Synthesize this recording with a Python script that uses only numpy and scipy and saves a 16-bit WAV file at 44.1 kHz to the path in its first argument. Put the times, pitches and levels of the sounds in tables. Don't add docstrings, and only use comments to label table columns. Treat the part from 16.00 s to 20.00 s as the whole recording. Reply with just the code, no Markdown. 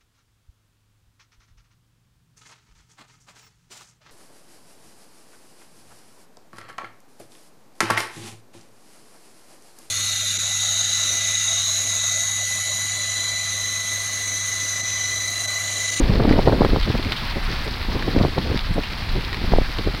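import sys
import numpy as np
from scipy import signal
from scipy.fft import rfft, irfft
from scipy.io import wavfile

SR = 44100
rng = np.random.default_rng(int(sys.argv[2]) if len(sys.argv) > 2 else 0)


def generate_wav(sig):
    pcm = np.round(np.clip(np.atleast_2d(sig).T, -1, 1) * 32767).astype(np.int16)
    wavfile.write(sys.argv[1], SR, pcm)


N = 4 * SR

# t/s, level/dB
LEAF_DRIVE = [(0, 0.5), (.3, 0), (.65, 1), (.83, 1), (.97, 0.5), (1.17, 2), (1.32, 1.5), (1.8, 1),
              (2.25, 0.7), (2.46, -1), (2.59, .5), (2.72, -1.5), (2.98, 0), (3.34, -1), (3.45, 0),
              (3.77, 0.5), (3.88, -1), (4, 0)]


def undb(db):
    return 10 ** (np.asarray(db) / 20)


def unit(x):
    return x / np.sqrt(np.mean(x ** 2))


def curve(rows):
    return np.interp(np.arange(N) / SR, *np.array(rows).T)


def db_at(spectrum, hz):
    f, db = np.array(spectrum).T
    return np.interp(np.log(np.maximum(hz, 1)), np.log(f), db)


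def colour(x, spectrum):
    f = np.fft.rfftfreq(len(x), 1 / SR)
    return irfft(rfft(x) * undb(db_at(spectrum, f)), len(x))


def band(x, hz, octaves):
    away = np.log2(np.maximum(np.fft.rfftfreq(N, 1 / SR), 1) / hz) / octaves
    return irfft(rfft(x) * np.cos(np.pi / 2 * np.clip(away, -1, 1)), N)


def wander(per_s):
    f = np.fft.rfftfreq(N, 1 / SR)
    return unit(irfft(rfft(rng.standard_normal(N)) / (1 + (2 * f / per_s) ** 2), N))


def add(out, start_s, sound):
    i = max(int(start_s * SR), 0)
    part = out[i:i + len(sound)]
    part += sound[:len(part)]


def rumble():
    # t/s, level/dB
    swell = [(0, -15.5), (.1, -17.5), (.2, -17), (.38, -19.5), (.56, -22), (.79, -19.5), (.92, -28),
             (1.2, -31), (1.4, -28), (1.95, -23.5), (2.07, -29.5), (2.18, -19.5), (2.45, -28),
             (2.75, -22.5), (2.95, -34.5), (3.15, -21), (3.36, -32), (3.55, -16), (3.67, -28.5),
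             (3.88, -22), (4, -35)]
    # f/Hz, level/dB
    spectrum = [(8, -29), (17, -1), (27, 2.5), (45, -5), (70, -10.5), (110, -24), (300, -58), (1000, -84)]
    return unit(colour(rng.standard_normal(N), spectrum)) * undb(curve(swell))


def buffeting():
    # t/s, level/dB
    airflow = [(0, -8), (.15, -1.5), (.33, -7), (.43, -21), (.55, -3.5), (.77, -14), (.84, -21),
               (.95, -12.5), (1.2, -20.5), (1.5, -17), (1.85, -16), (2.2, -7), (2.3, -12.5), (2.5, -24),
               (2.95, -20), (3.35, -16), (3.55, -11), (3.7, -24), (4, -14)]
    # centre t/s, length/s, level/dB
    eddies = [(.005, 0.021, 4), (0.095, 0.03, 0), (.203, 0.015, 2), (0.224, .012, 7.5), (0.246, 0.025, 4),
              (0.303, 0.037, 4), (0.381, 0.09, 1.5), (0.479, 0.052, 5.5), (0.531, 0.043, 4),
              (.613, 0.018, 5.5), (.653, 0.023, 2), (0.696, 0.02, -2), (.74, 0.032, 2.5), (0.773, 0.028, 0),
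              (0.876, 0.029, -3), (0.906, 0.012, 0.5), (0.951, 0.017, 0.5), (.997, 0.018, 0.5),
              (1.09, 0.093, -10.5), (1.373, 0.036, -7.5), (1.517, 0.055, -7), (1.672, 0.039, -7.5),
              (1.9, .025, -15), (1.967, 0.031, -1.5), (2.084, 0.03, -1.5), (2.176, 0.028, 4.5),
              (2.208, 0.02, 3.5), (2.249, 0.023, 3), (2.38, 0.028, 0), (2.45, 0.083, -7.5),
              (2.503, 0.054, -2.5), (2.554, 0.053, -8.5), (2.708, 0.11, -11), (2.781, 0.049, -3),
              (3.168, 0.039, -2.5), (3.445, 0.012, -3), (3.533, 0.032, 0.5), (3.619, 0.013, -3.5),
              (3.703, 0.03, -7.5), (3.79, 0.024, -2), (3.878, 0.05, -5), (3.946, 0.019, -7)]
    # f/Hz, level/dB
    spectrum = [(25, -9.5), (50, -1), (80, 0.5), (130, -4.5), (220, -5), (450, -10), (750, -19),
                (1200, -28), (1900, -38.5), (3000, -65)]
    t = np.arange(N) / SR
    power = undb(curve(airflow)) ** 2
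    for centre, length, db in eddies:
        power += undb(db) ** 2 * np.exp(-2 * (2 * (t - centre) / length) ** 2)
    flutter_db = 3.1 * wander(per_s=115)
    flow_db = 10 * np.log10(power) + flutter_db
    air = unit(colour(rng.standard_normal(N), spectrum))
    out = np.zeros(N)
    for octave in range(8):
        hz = 25 * 2 ** octave
        air_band = band(band(air, hz, octaves=1), hz, octaves=1)
        db_per_flow_db = 0.51 + 0.18 * octave
        out += air_band * undb(flow_db * db_per_flow_db)
    return out * undb(-18)


def distant_rush():
    # f/Hz, level/dB
    spectrum = [(100, 15.5), (400, -4.5), (900, 4.5), (1400, -1), (2000, 4.5), (2900, -2), (4200, 1),
                (5100, -8), (6000, -20), (7000, -22.5), (10000, -22.5), (15500, -23.5)]
    air = np.zeros(N)
    for hz in 125 * 2 ** np.arange(8):
        noise = band(rng.standard_normal(N), hz, octaves=1)
        waver_db = 0.74 * wander(per_s=4.3)
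        air += noise * undb(-waver_db)
    return unit(colour(air, spectrum)) * undb(-34 + 0.72 * curve(LEAF_DRIVE))


def skittering_leaves():
    # f/Hz, level/dB
    spectrum = [(600, -14), (1100, 2.5), (1900, 0.5), (2800, -0.5), (3600, -0.5), (4400, 0.5), (5200, -4),
                (6000, -14), (7000, -28.5), (10000, -29), (15500, -24.5)]
    contacts_per_s, spread_db, skitter_db = 5000, 2.5, 1.78
    drive_db = curve(LEAF_DRIVE)
    shared_skitter = wander(per_s=45)
    bands_hz = 700 * 2 ** np.arange(0, 5, .8)
    contact_chance = contacts_per_s / len(bands_hz) / SR * undb(drive_db)
    out = np.zeros(N)
    for hz in bands_hz:
        contacts = rng.random(N) < contact_chance
        strength = undb(spread_db * np.minimum(rng.exponential(size=N), 4.5))
        polarity = rng.choice([-1, 1], N)
        skitter = shared_skitter + 0.52 * wander(per_s=45)
        out += band(contacts * strength * polarity, hz, octaves=0.85) * undb(skitter_db * skitter)
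    return unit(colour(out, spectrum)) * undb(-35.5 + drive_db / 2)


def thumps():
    # t/s, peak level/dB, centre f/Hz
    vortices = [(0.0975, -5, 121), (0.25, -11, 377), (0.3094, -8.5, 330), (0.3922, -1.5, 514),
                (0.476, 0, 520), (0.4967, -5.5, 550), (.534, -6.5, 420), (0.6193, -2.5, 660),
                (.649, -3.5, 740), (0.7334, -7.5, 272), (0.762, -7.5, 775), (2.1652, -5, 266),
                (2.2504, -5.5, 645), (2.381, -5, 590), (2.546, -13.5, 315), (2.562, -12, 173),
                (2.711, -11.5, 111), (2.7824, -8.5, 463), (3.5373, -2.5, 574), (3.562, -14, 645),
                (3.5861, -2, 463), (3.8747, -8, 394)]
    rise_cycles, fall_stretch = 0.26, 1.41
    wake_depth, wake_build_s = 0.26, 0.0015
    out, t = np.zeros(N), np.arange(-SR // 50, SR // 30) / SR
    wake_age = np.maximum(t, 0) / wake_build_s
    wake = wake_depth * wake_age * np.exp(1 - wake_age)
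    width_cycles = rise_cycles * np.where(t < 0, 1, fall_stretch)
    for at, db, hz in vortices:
        push = np.cos(2 * np.pi * hz * t) * np.exp(-.5 * (hz * t / width_cycles) ** 2)
        add(out, at + t[0], undb(db) * (push - wake))
    return out


def close_crackles():
    # t/s, peak level/dB, ring f/Hz, decay/ms
    strikes = [(0.292, -17.5, 1840, 4), (.325, -17, 2100, 4), (.475, -19, 1700, 3.2),
               (.648, -15, 1590, 2.8), (0.7992, -14.5, 4350, 1.5), (0.8112, -16, 3660, 0.92),
               (0.828, -18.5, 3540, 6.3), (.9785, -22, 2330, 2), (1.027, -15, 3650, 0.86),
               (1.048, -14.5, 2190, 0.65), (1.1206, -9, 3260, 1.9), (1.126, -31, 2930, 1),
               (1.129, -12.5, 3300, 0.9), (1.164, -17.5, 3330, 15), (2.024, -17.5, 1790, 3.7),
               (2.1882, -16, 1950, 0.85), (2.228, -15.5, 3780, 1.2), (2.385, -12.5, 3900, 2),
               (2.562, -23, 4520, 1.7), (2.5749, -12, 4100, .6), (2.5919, -12, 3480, 1.1),
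               (2.835, -20, 2780, 14), (3.09, -17.5, 3900, 3.1), (3.208, -21, 2510, 2.3),
               (3.3289, -14.5, 1920, 2.3), (3.3446, -15.5, 2420, 1.5), (3.37, -17.5, 1950, 2.6),
               (3.785, -17, 4000, 3), (3.9477, -14, 1960, 1.4)]
    # f/Hz, level/dB
    spectrum = [(500, -5), (1400, 0.5), (3500, -2.5), (4700, -1), (6000, -21.5), (7500, -23.5),
                (15000, -34)]
    snap_db, scrape_db, scrape_stretch = 13.5, -14, 6.5
    ring_db, ring_q = 8, 6.3
    out, t = np.zeros(N), np.arange(SR // 12) / SR
    f = np.maximum(np.fft.rfftfreq(len(t), 1 / SR), 1)
    for at, db, hz, decay_ms in strikes:
        age = 1000 * t / decay_ms
        envelope = np.exp(-age) + undb(scrape_db) * np.exp(-age / scrape_stretch)
        contact = rng.standard_normal(len(t)) * envelope
        contact[0] += undb(snap_db)
        contact = np.roll(contact, 20)
        ring = 1 + undb(ring_db) / (1 + 1j * ring_q * (f / hz - hz / f))
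        crackle = irfft(rfft(contact) * ring * undb(db_at(spectrum, f)), len(t))
        add(out, at, crackle / np.abs(crackle).max() * undb(db))
    return out


def ticks():
    # t/s, peak level/dB
    events = [(1.433, -42), (1.639, -39.5), (2.735, -40), (3.570, -45)]
    # f/Hz, level/dB
    spectrum = [(5500, -14), (8000, -2.5), (10500, -3), (12000, -19), (15000, -27)]
    decay_s = 0.006
    out, t = np.zeros(N), np.arange(SR // 20) / SR
    for at, db in events:
        tick = colour(rng.standard_normal(len(t)), spectrum) * t * np.exp(-t / decay_s)
        add(out, at, tick / np.abs(tick).max() * undb(db))
    return out


def scene():
    wind_on_microphone = rumble() + buffeting() + thumps()
    courtyard = skittering_leaves() + close_crackles() + ticks() + distant_rush()
    return (wind_on_microphone + courtyard)[None]


def record(dry):
    fade_s, top_hz = 0.002, 15800
    fade_in = np.minimum(np.arange(N) / (fade_s * SR), 1)
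    lowpass = signal.ellip(10, .2, 80, top_hz, fs=SR, output="sos")
    return signal.sosfilt(lowpass, np.clip(dry, -1, 1) * fade_in)


dry = scene()
out = record(dry)
generate_wav(out)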